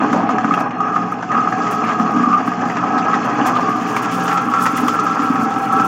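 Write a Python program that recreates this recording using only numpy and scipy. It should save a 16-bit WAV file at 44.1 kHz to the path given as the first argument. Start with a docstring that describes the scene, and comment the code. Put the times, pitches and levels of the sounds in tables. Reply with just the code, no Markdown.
"""A heavy lump thumps and tumbles over a motor's hum: a food waste grinder under a plastic bucket,
close to one microphone in a small room. Scraps pushed in by hand rattle round the grinding chamber,
crack on its steel, ring the air in its throat and shake the bucket; wet pulp hisses and spits.
From about 3.5 s the arm is drawn out of the bucket: the air resonances rise, and a brighter crunch
and fine spray come through the opening."""
import sys
import numpy as np
from scipy import signal
from scipy.fft import rfft, irfft
from scipy.io import wavfile
from scipy.ndimage import uniform_filter1d, minimum_filter1d

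SR = 44100
rng = np.random.default_rng(int(sys.argv[2]) if len(sys.argv) > 2 else 0)


def put_to_file(sound):
    """Save the sound as 16-bit audio at rate SR, in the file named by the first command-line argument."""
    columns = np.atleast_2d(sound).T  # one column per channel
    safe = np.clip(columns, -1, 1)
    whole_steps = np.round(safe * 32767)
    wavfile.write(sys.argv[1], SR, whole_steps.astype(np.int16))


N = 258867
T = np.arange(N) / SR


def amp(db):
    """Decibels to gain."""
    return 10 ** (np.asarray(db) / 20)


def unit(x):
    """Scale to rms 1."""
    return x / np.sqrt(np.mean(x ** 2) + 1e-20)


def curve(rows):
    """A table of times and values as a curve over the scene."""
    return np.interp(T, *np.transpose(rows))


def drift(rate_hz):
    """Slow random wander of rms 1."""
    f = np.fft.rfftfreq(N, 1 / SR)
    return unit(irfft(rfft(rng.standard_normal(N)) / (1 + (f / rate_hz) ** 4), N))


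def colour(x, points, size=2048):
    """Causal filter with the given spectrum."""
    hz, db = np.transpose(points)
    f = abs(np.fft.fftfreq(size, 1 / SR))
    log_gain = np.log(amp(np.interp(np.log(f + 1), np.log(hz), db)))
    taps = np.fft.ifft(np.exp(np.conj(signal.hilbert(log_gain)))).real  # minimum phase
    return signal.oaconvolve(x, taps)[:N]


def resonate(x, hz, width_hz):
    """A fixed or moving resonance of gain 1."""
    turn = np.exp(2j * np.pi * np.cumsum(hz * np.ones(N)) / SR)
    pole = np.exp(-np.pi * width_hz / SR)
    return 2 * (turn * signal.lfilter([1 - pole], [1, -pole], x / turn + 1e-18)).real


def modes(x, rows):
    """A bank of fixed resonances."""
    return sum(amp(db) * signal.lfilter(*signal.iirpeak(hz, hz / width, SR), x)
               for hz, width, db in rows)


def band(x, lo_hz, hi_hz, order=2):
    """Band-pass."""
    return signal.sosfilt(signal.butter(order, [lo_hz, hi_hz], "band", fs=SR, output="sos"), x)


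def rattle(per_s, spread_db, scraping, clump_db, clump_hz):
    """Force of many small impacts of uneven size over steady scraping, coming in clumps."""
    sizes = amp(spread_db * np.minimum(rng.exponential(1, N), 3)) * rng.choice([-1, 1], N)
    impacts = unit(sizes * (rng.random(N) < per_s / SR))
    return (impacts + scraping * rng.standard_normal(N)) * amp(clump_db * drift(clump_hz))


def bursts(per_s, spread_db, rise_s, decay_s, size=4096):
    """Envelope of separate bursts at random moments, rms 1; their rate may be a curve."""
    t = np.arange(size) / SR
    sizes = amp(spread_db * np.minimum(rng.exponential(1, N), 2.5))
    starts = sizes * (rng.random(N) < per_s / SR)
    shape = (1 - np.exp(-t / rise_s)) * np.exp(-t / decay_s)
    return unit(np.sqrt(abs(signal.oaconvolve(starts ** 2 / per_s, shape ** 2)[:N])))


def drone(force, hz, width_hz, skirt_hz, evenness=.5):
    """An air resonance that is kept ringing evens out toward a drone; rms 1."""
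    ring = resonate(resonate(force, hz, width_hz), hz, skirt_hz)
    power = abs(uniform_filter1d(unit(ring) ** 2, size=900))
    return unit(ring / (power + .05) ** (evenness / 2))


def swells(rows, attack_s=.036, release_s=.067):
    """Gain over time of passing surges, each with an attack, a hold and a release."""
    return sum(amp(db) * np.clip(np.minimum((T - s) / attack_s, (s + length - T) / release_s), 0, 1)
               for s, length, db in rows)


def surging(base_db, rows):
    """Gain of a base level with surges added in power."""
    return np.hypot(amp(base_db), swells(rows))


# Motor lines under the bucket: f/Hz, level/dB, unsteadiness/ratio
MOTOR_LINES = [(117.4, -42, 0.14), (178.5, -35, 1.3), (298.8, -42.5, 1), (450, -47.5, 1.2)]

def motor():
    """Magnetic mains hum, nearly steady, and shaft orders that waver at random."""
    out = np.zeros(N)
    for hz, db, unsteadiness in MOTOR_LINES:
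        waver = 1 + unsteadiness * (drift(8.1) + 1j * drift(5.8))
        tone = np.exp(2j * np.pi * (hz * T + rng.random()))
        out += amp(db) * unit((waver * tone).real)
    return out


# Modes of the bucket and housing: f/Hz, width/Hz, level/dB
WALL_MODES = [(135.3, 6.5, -6), (184, 6.2, -4.5), (222.6, 5.7, 2), (249.5, 5.2, 4), (270.6, 4.4, -3.5),
              (296.5, 12.3, -2), (424.2, 23, 1)]

def walls(force, boom_hz):
    """Bucket and housing ring in fixed modes; the bucket floor booms at a moving pitch."""
    return band(modes(force, WALL_MODES) + amp(-4) * resonate(force, boom_hz, 46), 122, 404, order=4)


# Heavy lumps rocking the bucket: t/s, length/s, relative level/dB
HEAVY_LUMPS = [(0, 0.41, -18.5), (1.783, 0.42, -29), (2.104, 0.17, -21), (2.827, 0.24, -22),
               (4.73, 0.19, -25), (5.296, 0.19, -21)]

def tumbling(effort_db, bare, boom_hz):
    """The tumbling load shakes the housing and the bucket on top of it; the floor rumbles faintly."""
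    gain = surging(effort_db - 21.5, HEAVY_LUMPS) * amp(-1.94 - 1.5 * bare)
    shaking = unit(walls(rattle(600, 4.7, .53, .6, 23), boom_hz))
    rumble = unit(band(rng.standard_normal(N), 51, 140))
    return gain * shaking + amp(-54) * rumble


# Pitch of the air column over the rotor, lowered by the hand and by packed scraps: t/s, f/Hz
THROAT_PITCH = [(0, 1237), (.55, 1234), (.95, 1235), (1.5, 1245), (2.0, 1250), (2.3, 1203), (2.6, 1240),
                (3.099, 1272), (3.65, 1195), (4.15, 1238), (4.65, 1285), (5.2, 1260), (5.87, 1300)]
# Whirling mouthfuls of scraps that make the throat howl: t/s, length/s, relative level/dB
THROAT_HOWLS = [(0.753, 0.33, -18.5), (1.284, 0.2, -14), (1.56, 0.89, -20), (2.218, 0.2, -12.5),
                (2.756, 0.4, -22), (3.444, 0.36, -18), (4.247, 0.212, -18.5), (4.504, 0.24, -17.5),
                (4.836, 0.7, -20.5), (5.686, 0.2, -15.5)]

def throat(effort_db, clear, lower_hz=1134, upper_hz=1342):
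    """Impacts keep two modes of the air column ringing; an upper one speaks when the hand is out."""
    main = drone(rattle(900, 1, .6, .4, 55), curve(THROAT_PITCH), 46, 150)
    lower = drone(rattle(600, 1, .6, .4, 50), lower_hz, 22, 110)
    upper = drone(rattle(450, 1.2, .4, .5, 50), upper_hz, 44, 62)
    ringing = main * amp(-2 * clear) + lower * amp(-9 + 3.7 * clear) + upper * amp(-.5) * clear ** 2
    return amp(-3.9) * surging(.97 * effort_db - 23, THROAT_HOWLS) * ringing


# Surges of hooting inside the bucket: t/s, length/s, level/dB relative to the usual hoot
AIR_HOOTS = [(.11, 0.34, 6), (.78, 0.11, 1), (1.5, 0.11, 8), (1.98, 0.1, 9.5), (2.26, 0.058, 6),
             (2.8, 0.32, 3), (3.43, 0.11, 8), (4.26, 0.15, 7.5), (5.36, 0.51, 5)]

def bucket_air(grind_db, clear, arm_in_hz=736, rise_hz=52, waver_hz=4):
    """The rattle sets the air in the bucket hooting, at a pitch that rises as the arm leaves."""
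    hz = arm_in_hz + rise_hz * clear + waver_hz * drift(7)
    hoot = drone(rattle(500, 1.6, .7, 1.5, 22), hz, 22, 130)
    return amp(.5 * grind_db - 13.5) * surging(0, AIR_HOOTS) * hoot


# Broad spectrum of the churn: f/Hz, level/dB
CHURN_SPECTRUM = [(30, -44), (85, -26.5), (130, -21.5), (330, 10), (500, 7), (640, 3), (900, -21.5),
                  (1350, -7.5), (1480, 3), (1750, -3), (2050, -10.5), (2500, -5), (3300, -37.5),
                  (3900, -29), (9000, -63)]
# Modes of the grinding chamber: f/Hz, width/Hz, level/dB
CHAMBER_MODES = [(1030, 480, -2), (1052, 59, -17.5), (1553, 33, -9.5), (1640, 21, 1.5)]
# Modes of the air between arm and wall: f/Hz, width/Hz, level/dB
GAP_MODES = [(721, 49, -8), (812, 29, 4)]

def grinding(grind_db, clear):
    """Scraps shred on the ring in a dense churn, coloured by the chamber and the gap beside the arm."""
    force = rattle(1800, 2, .75, 2.6, 28)
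    ringing = modes(force, CHAMBER_MODES) + (1 - clear) * modes(force, GAP_MODES)
    churn = colour(force, CHURN_SPECTRUM) + amp(14.5) * band(ringing, 680, 1550, order=3)
    return amp(grind_db + 6.5) * unit(churn)


# Modes of the steel rotor and grinding ring: f/Hz, width/Hz, level/dB
STEEL_MODES = [(1916, 66, -13.5), (2410, 110, -9.5), (2542, 150, 3.5), (2784, 150, -2), (3410, 46, -2),
               (4240, 37, -3), (5440, 58, -4.5), (6170, 180, -6.5), (7370, 130, -18.5)]

def clatter(grind_db):
    """Hard chips strike the steel; each mode is rung by its own stream of hits."""
    out = np.zeros(N)
    for hz, width, db in STEEL_MODES:
        chips = rattle(130, 3.2, .15, 1.5, 12)
        out += band(modes(chips, [(hz, width, db)]), hz * .8, hz * 1.2)
    return amp(grind_db - 14) * unit(out)


# Spectrum of a dry scrap breaking: f/Hz, level/dB
CRACK_SPECTRUM = [(150, -31.5), (500, 8), (900, 17.5), (1600, 7), (2800, -0.5), (3900, -16), (6500, -11.5),
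                  (8500, -38.5), (14000, -50.5)]
# Crunch with a clear path from grinding ring to microphone: f/Hz, level/dB
DIRECT_SPECTRUM = [(900, -13), (1900, -21), (2600, 5), (3500, 2.5), (4100, -15), (6000, -7), (9000, -12.5),
                   (14000, -93)]

def crunch(effort_db, bare):
    """Scraps break on the ring in short clusters; a brighter crunch comes through the open bucket."""
    clusters = bursts(140, 2.2, rise_s=.002, decay_s=.007) * rattle(3500, 2, .8, 1, 30)
    bites = unit(band(colour(clusters, CRACK_SPECTRUM), 1410, 3790, order=3))
    direct = unit(colour(rattle(900, 2.4, .8, 3.8, 26), DIRECT_SPECTRUM))
    return amp(.9 * effort_db - 38.5) * bites + amp(1.5 * effort_db - 42) * bare * direct


# Spectrum of wet pulp: f/Hz, level/dB
WET_SPECTRUM = [(1500, 6.5), (3300, 11), (3900, 3.5), (4600, 7.5), (6500, 9), (7200, 8.5), (8000, -7.5),
                (10000, -71), (16000, -31.5)]
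# Wet hiss, sinking when the rotor runs empty: t/s, relative level/dB
HISS_LEVEL = [(0, -52), (.13, -41), (.25, -55), (.58, -45), (.72, -70), (.95, -45.5), (1.14, -55),
              (1.27, -50), (1.4, -46), (1.85, -43), (2.1, -44.5), (2.6, -44.5), (3.1, -43.5), (3.75, -42),
              (4.3, -40), (4.48, -47), (4.63, -42), (5.1, -40.5), (5.55, -45), (5.87, -47)]

def pulp_hiss(hiss_db, gush_gain):
    """Wet pulp hisses as it is ground, and louder with each gush."""
    sloshing = rattle(1200, 3, .8, 2, 24)
    return unit(colour(sloshing, WET_SPECTRUM)) * (amp(hiss_db - 1) + amp(-4) * gush_gain)


def squelches(lo_hz, hi_hz, db_per_octave, per_s=600, cycles=18, glide=.04, pitches=48):
    """Air pockets burst in the wet pulp as short, slightly gliding tones; rms 1."""
    out = np.zeros(N)
    for hz in np.geomspace(lo_hz, hi_hz, pitches):
        t = np.arange(0, 3 * cycles / hz, 1 / SR)
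        age = t * hz / cycles
        bend = 1 + rng.uniform(-glide, glide) * age / 2
        tone = np.sin(2 * np.pi * hz * t * bend) * age * np.exp(-3 * age)
        starts = rng.integers(0, N - len(t), rng.poisson(per_s * N / SR / pitches))
        sizes_db = 2.4 * np.minimum(rng.exponential(1, len(starts)), 3)
        for at, db in zip(starts, sizes_db):
            out[at:at + len(t)] += amp(db + db_per_octave * np.log2(hz / lo_hz)) * tone
    return unit(out * amp(2 * drift(16)))


def blows(times_s, levels_db, crush_s, sharp, through, size=4096):
    """Sharp blows with short bursts of crushing, sent through a filter; levels are rms over 20 ms."""
    force, t = np.zeros(N + size), np.arange(size) / SR
    for s, db in zip(times_s, levels_db):
        spectrum = rfft(rng.standard_normal(size) * np.exp(-t / crush_s))
        burst = irfft(spectrum / abs(spectrum)) * (t < .04)  # whitened, so it excites every mode
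        burst[0] += sharp
        at = round(s * SR)
        force[at:at + size] += amp(db) * burst
    energy = np.sum(amp(levels_db) ** 2) * .02
    return unit(through(force[:N])) * np.sqrt(energy * SR / N)


# Soft scraps crush slowly, hard ones snap at once: crack level/dB, decay/s
CRUSH_DECAY = [(-24, .012), (-19, .007)]

def cracks(times_s, levels_db, pitches_hz, snaps_per_s=5000, q=8, size=4096):
    """A struck scrap breaks with a snap and a quick run of smaller ones, pitched by its size."""
    out, t = np.zeros(N + size), np.arange(size) / SR
    for s, db, hz in zip(times_s, levels_db, pitches_hz):
        decay = np.exp(-t / np.interp(db, *np.transpose(CRUSH_DECAY)))
        snaps = rng.standard_normal(size) * (rng.random(size) < snaps_per_s / SR) * decay
        snaps[0] += .6
        tone = signal.lfilter(*signal.iirpeak(hz, q, SR), snaps)
        crack = colour(snaps + amp(10) * tone, CRACK_SPECTRUM)[:size]
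        at = round(s * SR)
        out[at:at + size] += amp(db) * unit(crack) * np.sqrt(.02 * SR / size)  # rms over 20 ms
    return out[:N]


# The hardest scraps on the rotor, levels relative:
# t/s, thump level/dB, throat ring level/dB, crack level/dB, crack f/Hz
ROTOR_KNOCKS = [(0.033, -8.5, -40, -26.5, 1500), (0.129, -21.5, -15.5, -21, 1490),
                (.158, -24, -27, -25, 760), (.231, -14.5, -24, -31, 770), (0.293, -18, -10, -18, 1070),
                (0.308, -20, -23, -24.5, 760), (0.383, -22.5, -19.5, -22.5, 1670),
                (0.444, -13.5, -15, -24, 1510), (0.48, -32.5, -20.5, -38, 1590),
                (0.509, -13, -5, -23, 2200), (0.538, -46, -20.5, -22, 2500),
                (0.574, -32.5, -17, -29.5, 1510), (.604, -20.5, -26, -22.5, 620),
                (0.707, -41.5, -37, -34, 2300), (0.804, -25.5, -17, -25.5, 800),
                (0.874, -28.5, -16.5, -35.5, 1550), (0.961, -35.5, -12.5, -27, 1700),
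                (1.003, -20.5, -36.5, -43, 1600), (1.121, -39, -19.5, -35.5, 1600),
                (1.225, -41, -27, -23.5, 1630), (1.317, -33, -31.5, -24.5, 1720),
                (1.376, -32.5, -15.5, -28, 1600), (1.473, -45.5, -12, -43, 1600),
                (1.525, -42.5, -18.5, -24, 1680), (1.668, -30, -25, -25.5, 1990),
                (1.721, -28, -22, -28, 1830), (1.839, -19, -17, -28.5, 2360),
                (1.894, -28.5, -16, -29, 2250), (1.997, -11.5, -11, -22.5, 1620),
                (2.060, -41, -18, -31, 1800), (2.163, -13.5, -17, -26.5, 1600),
                (2.194, -12.5, -17, -31, 1600), (2.225, -17, -17.5, -27.5, 1610),
                (2.27, -10.5, -20.5, -41, 1600), (2.328, -29, -10.5, -28, 2600),
                (2.476, -17.5, -16.5, -28.5, 1760), (2.516, -14, -21, -33, 1860),
                (2.618, -25, -20.5, -29, 1700), (2.657, -17.5, -19.5, -32.5, 1730),
                (2.698, -23, -27, -23, 1850), (2.769, -18, -17.5, -23.5, 1720),
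                (2.837, -33, -17, -32, 1600), (2.946, -28.5, -22, -36.5, 1710),
                (2.979, -30, -19.5, -25.5, 1600), (3.083, -34.5, -11.5, -28.5, 1690),
                (3.133, -28, -12.5, -28.5, 1560), (3.15, -25.5, -23.5, -22.5, 780),
                (3.412, -22.5, -28, -27, 2900), (3.457, -35.5, -17.5, -30.5, 1700),
                (3.561, -25, -12.5, -30.5, 2000), (3.595, -30, -18, -39.5, 2400),
                (3.685, -17.5, -14, -31, 1600), (3.965, -31, -15.5, -21, 2300),
                (4.279, -22.5, -23.5, -21, 1640), (4.374, -20.5, -17, -24, 1650),
                (4.485, -41.5, -14, -52, 1600), (4.537, -30, -17, -26.5, 1700),
                (4.662, -35.5, -18, -20.5, 1450), (4.731, -16.5, -27.5, -45, 1600),
                (4.76, -27.5, -19.5, -36, 2190), (4.784, -18, -32, -30.5, 2370),
                (4.831, -16.5, -20, -35, 1900), (4.882, -23, -10, -20, 3260),
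                (4.99, -17.5, -14, -28.5, 1700), (5.065, -30.5, -11.5, -27.5, 1610),
                (5.192, -18, -16, -30, 1680), (5.22, -22.5, -18.5, -31, 1700),
                (5.299, -11.5, -31.5, -45, 1600), (5.324, -17, -31.5, -39, 1600),
                (5.357, -27, -24.5, -27.5, 1740), (5.560, -21, -19, -39, 1890),
                (5.728, -26, -22.5, -35, 1590), (5.797, -14, -14, -21, 1580)]

def knocks(bare, boom_hz):
    """The rotor hits a hard scrap: the bucket thumps, the throat rings, it cracks and pulp splashes."""
    def housing(force):
        return band(walls(force, boom_hz) + resonate(force, boom_hz, 60), 120, 327, order=3)

    def air_column(force):
        return band(resonate(force, curve(THROAT_PITCH), 88), 1020, 1289)

    times_s, thump_db, ring_db, crack_db, crack_hz = np.transpose(ROTOR_KNOCKS)
    splash_db = crack_db - 20.5 + 11 * np.interp(times_s, T, bare)
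    thumps = blows(times_s, thump_db - 2, crush_s=.0025, sharp=.61, through=housing)
    rings = blows(times_s, ring_db - 2.8, crush_s=.0099, sharp=1.9, through=air_column)
    splashes = blows(times_s, splash_db, crush_s=.015, sharp=.1,
                     through=lambda force: colour(force, WET_SPECTRUM))
    return thumps + rings + splashes + cracks(times_s, crack_db, crack_hz)


# Short scrapes and sharp clacks of scraps on the grinding ring: t/s, length/s, level/dB, f/Hz
SCRAPES_AND_CLACKS = [(0.122, 0.11, -19, 920), (0.291, 0.0081, -5.5, 990), (1.85, 0.09, -33, 2480),
                      (2.392, 0.0098, -58, 2680), (2.754, 0.04, -27, 1980), (2.975, .03, -38, 4900),
                      (3.129, 0.022, -18, 1560), (3.548, 0.03, -33, 3360), (4.304, 0.029, -20.5, 1640),
                      (4.652, 0.023, -15, 1510), (4.77, 0.019, -26, 2190), (4.992, 0.017, -37, 6400)]

def scrapes_and_clacks():
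    """Brief chatter of scraps on the steel; the shortest bursts are heard as clacks."""
    out, chatter = np.zeros(N), rattle(900, 2.5, .6, 1, 40)
    for s, length, db, hz in SCRAPES_AND_CLACKS:
        progress = np.clip((T - s) / length, 0, 1)
        arch = np.sqrt(4 * progress * (1 - progress))
        out += amp(db) * arch * unit(band(chatter, hz * .64, hz * 1.14))
    return out


# Spectrum of fine drops: f/Hz, level/dB
DROP_SPECTRUM = [(3000, -25), (5500, 0), (8000, 2), (10000, 1), (12300, -1.5), (14200, 0), (16000, -2)]
# Single drops spat against the bucket wall: t/s, relative level/dB
WALL_SPITS = [(.132, -43), (.443, -50), (.542, -42), (.602, -39), (.963, -49), (1.121, -45), (1.33, -51),
              (1.719, -44), (1.85, -46), (1.997, -43), (2.165, -48), (2.235, -48), (2.345, -48),
              (2.477, -43), (2.72, -50), (3.251, -42), (3.489, -43), (3.764, -43), (3.883, -42),
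              (3.966, -34), (4.66, -31), (4.881, -29), (5.24, -44), (5.434, -38), (5.653, -44), (5.73, -37),
              (5.81, -39)]

def spits(rise_s=.005, decay_s=.011, size=3000):
    """Drops burst on the wall in a brief fizz that swells to its peak and dies."""
    force, t = np.zeros(N + size), np.arange(size) / SR - 4 * rise_s
    envelope = np.exp(np.minimum(t / rise_s, -t / decay_s))
    for s, db in WALL_SPITS:
        at = round((s + t[0]) * SR)
        force[at:at + size] += amp(db - 2) * rng.standard_normal(size) * envelope
    return colour(force[:N], DROP_SPECTRUM)


# Fine spray leaving the bucket: t/s, level/dB
SPRAY_LEVEL = [(0, -72), (1.3, -76), (1.65, -64), (2.5, -63), (2.85, -70), (3.3, -61), (3.8, -57),
               (4.0, -45), (4.38, -46), (4.48, -55), (4.6, -46), (4.85, -48), (5.0, -50), (5.6, -52),
               (5.8, -46)]
# Gushes of wet pulp out of the opening: t/s, length/s, level/dB
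PULP_GUSHES = [(1.625, 0.16, -47), (3.45, 0.067, -28.5), (3.95, 0.13, -62), (4.59, 0.12, -36.5),
               (4.75, 0.068, -33), (5.399, 0.065, -41), (5.703, 0.12, -45)]

def spray(bare):
    """Fine high spray hiss that flutters in short bursts, denser when the pulp lies bare."""
    flutter = bursts(per_s=14 + 80 * bare, spread_db=4, rise_s=.02, decay_s=.011)
    hiss = unit(colour(rattle(1500, 3, .9, 1, 24), DROP_SPECTRUM))
    return hiss * flutter * surging(curve(SPRAY_LEVEL), PULP_GUSHES)


def room(x, t60_s=.12, tail_db=-11, echoes_per_s=2500, size=16384):
    """Close walls return a short dense tail, reaching the microphone 4 ms after the direct sound."""
    t = np.arange(size) / SR
    echoes = rng.choice([-1, 1], size) * (rng.random(size) < echoes_per_s / SR)
    taps = echoes * (t > .004) * amp(-60 * t / t60_s)
    tail = signal.oaconvolve(band(x, 970, 12000, order=1), taps / np.linalg.norm(taps))[:N]
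    return x + amp(tail_db) * tail


# How hard the rotor works; it nearly runs empty twice: t/s, level/dB
ROTOR_EFFORT = [(0, 3), (.17, -2.5), (.36, -2), (.62, 0), (.73, -6.5), (.84, -2), (.99, -2.5), (1.1, -5.5),
                (1.2, -6), (1.28, -6), (1.35, -0.5), (1.85, -1), (2.55, -2), (3.4, 2.5), (3.82, 0),
                (4.12, 1), (4.5, -1), (4.63, 0.5), (5.5, -1.5), (5.87, 0.5)]
# The arm drawn out of the bucket: t/s, share of the opening clear/0-1
ARM_CLEAR = [(3.55, 0.03), (3.9, 0.6), (4.3, 0.99), (5.87, 0.85)]
# Pulp draining off the rotor: t/s, share left/0-1
PULP_SHARE = [(4.95, 0.9), (5.4, 0.5), (5.87, 0.6)]

def scene():
    """The motor, and the hollow, hard and wet sounds of the load, heard from one spot in the room."""
    effort_db, hiss_db, clear = curve(ROTOR_EFFORT), curve(HISS_LEVEL), curve(ARM_CLEAR)
    grind_db = effort_db - 30.5
    bare = clear * curve(PULP_SHARE)  # pulp lying open to the room
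    boom_hz = 256 + 11.4 * drift(rate_hz=.57)  # the bucket floor's pitch wanders as the load shifts
    hollow = tumbling(effort_db, bare, boom_hz) + throat(effort_db, clear) + bucket_air(grind_db, clear)
    hard = grinding(grind_db, clear) + clatter(grind_db) + crunch(effort_db, bare)
    hard += knocks(bare, boom_hz) + scrapes_and_clacks()
    wet = pulp_hiss(hiss_db, swells(PULP_GUSHES)) + spits() + spray(bare)
    wet += amp(grind_db - 8.5) * squelches(1550, 3400, db_per_octave=-9)  # large pockets in the churn
    wet += amp(hiss_db - 7) * squelches(4600, 7000, db_per_octave=0)  # small ones in the hiss
    return (motor() + room(hollow + hard + wet))[None]


def record(dry, ceiling=.67, edge_hz=15900):
    """One microphone channel: a quick limiter holds the peaks down, then a low-pass trims the top."""
    needed = np.minimum(1, ceiling / (abs(dry[0]) + 1e-9))
    gain = uniform_filter1d(minimum_filter1d(needed, size=300), size=300)
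    low_pass = signal.firwin(511, edge_hz, window=("kaiser", 9), fs=SR)
    return signal.oaconvolve(dry * gain, low_pass[None], "same")


dry = scene()
out = record(dry)
put_to_file(out)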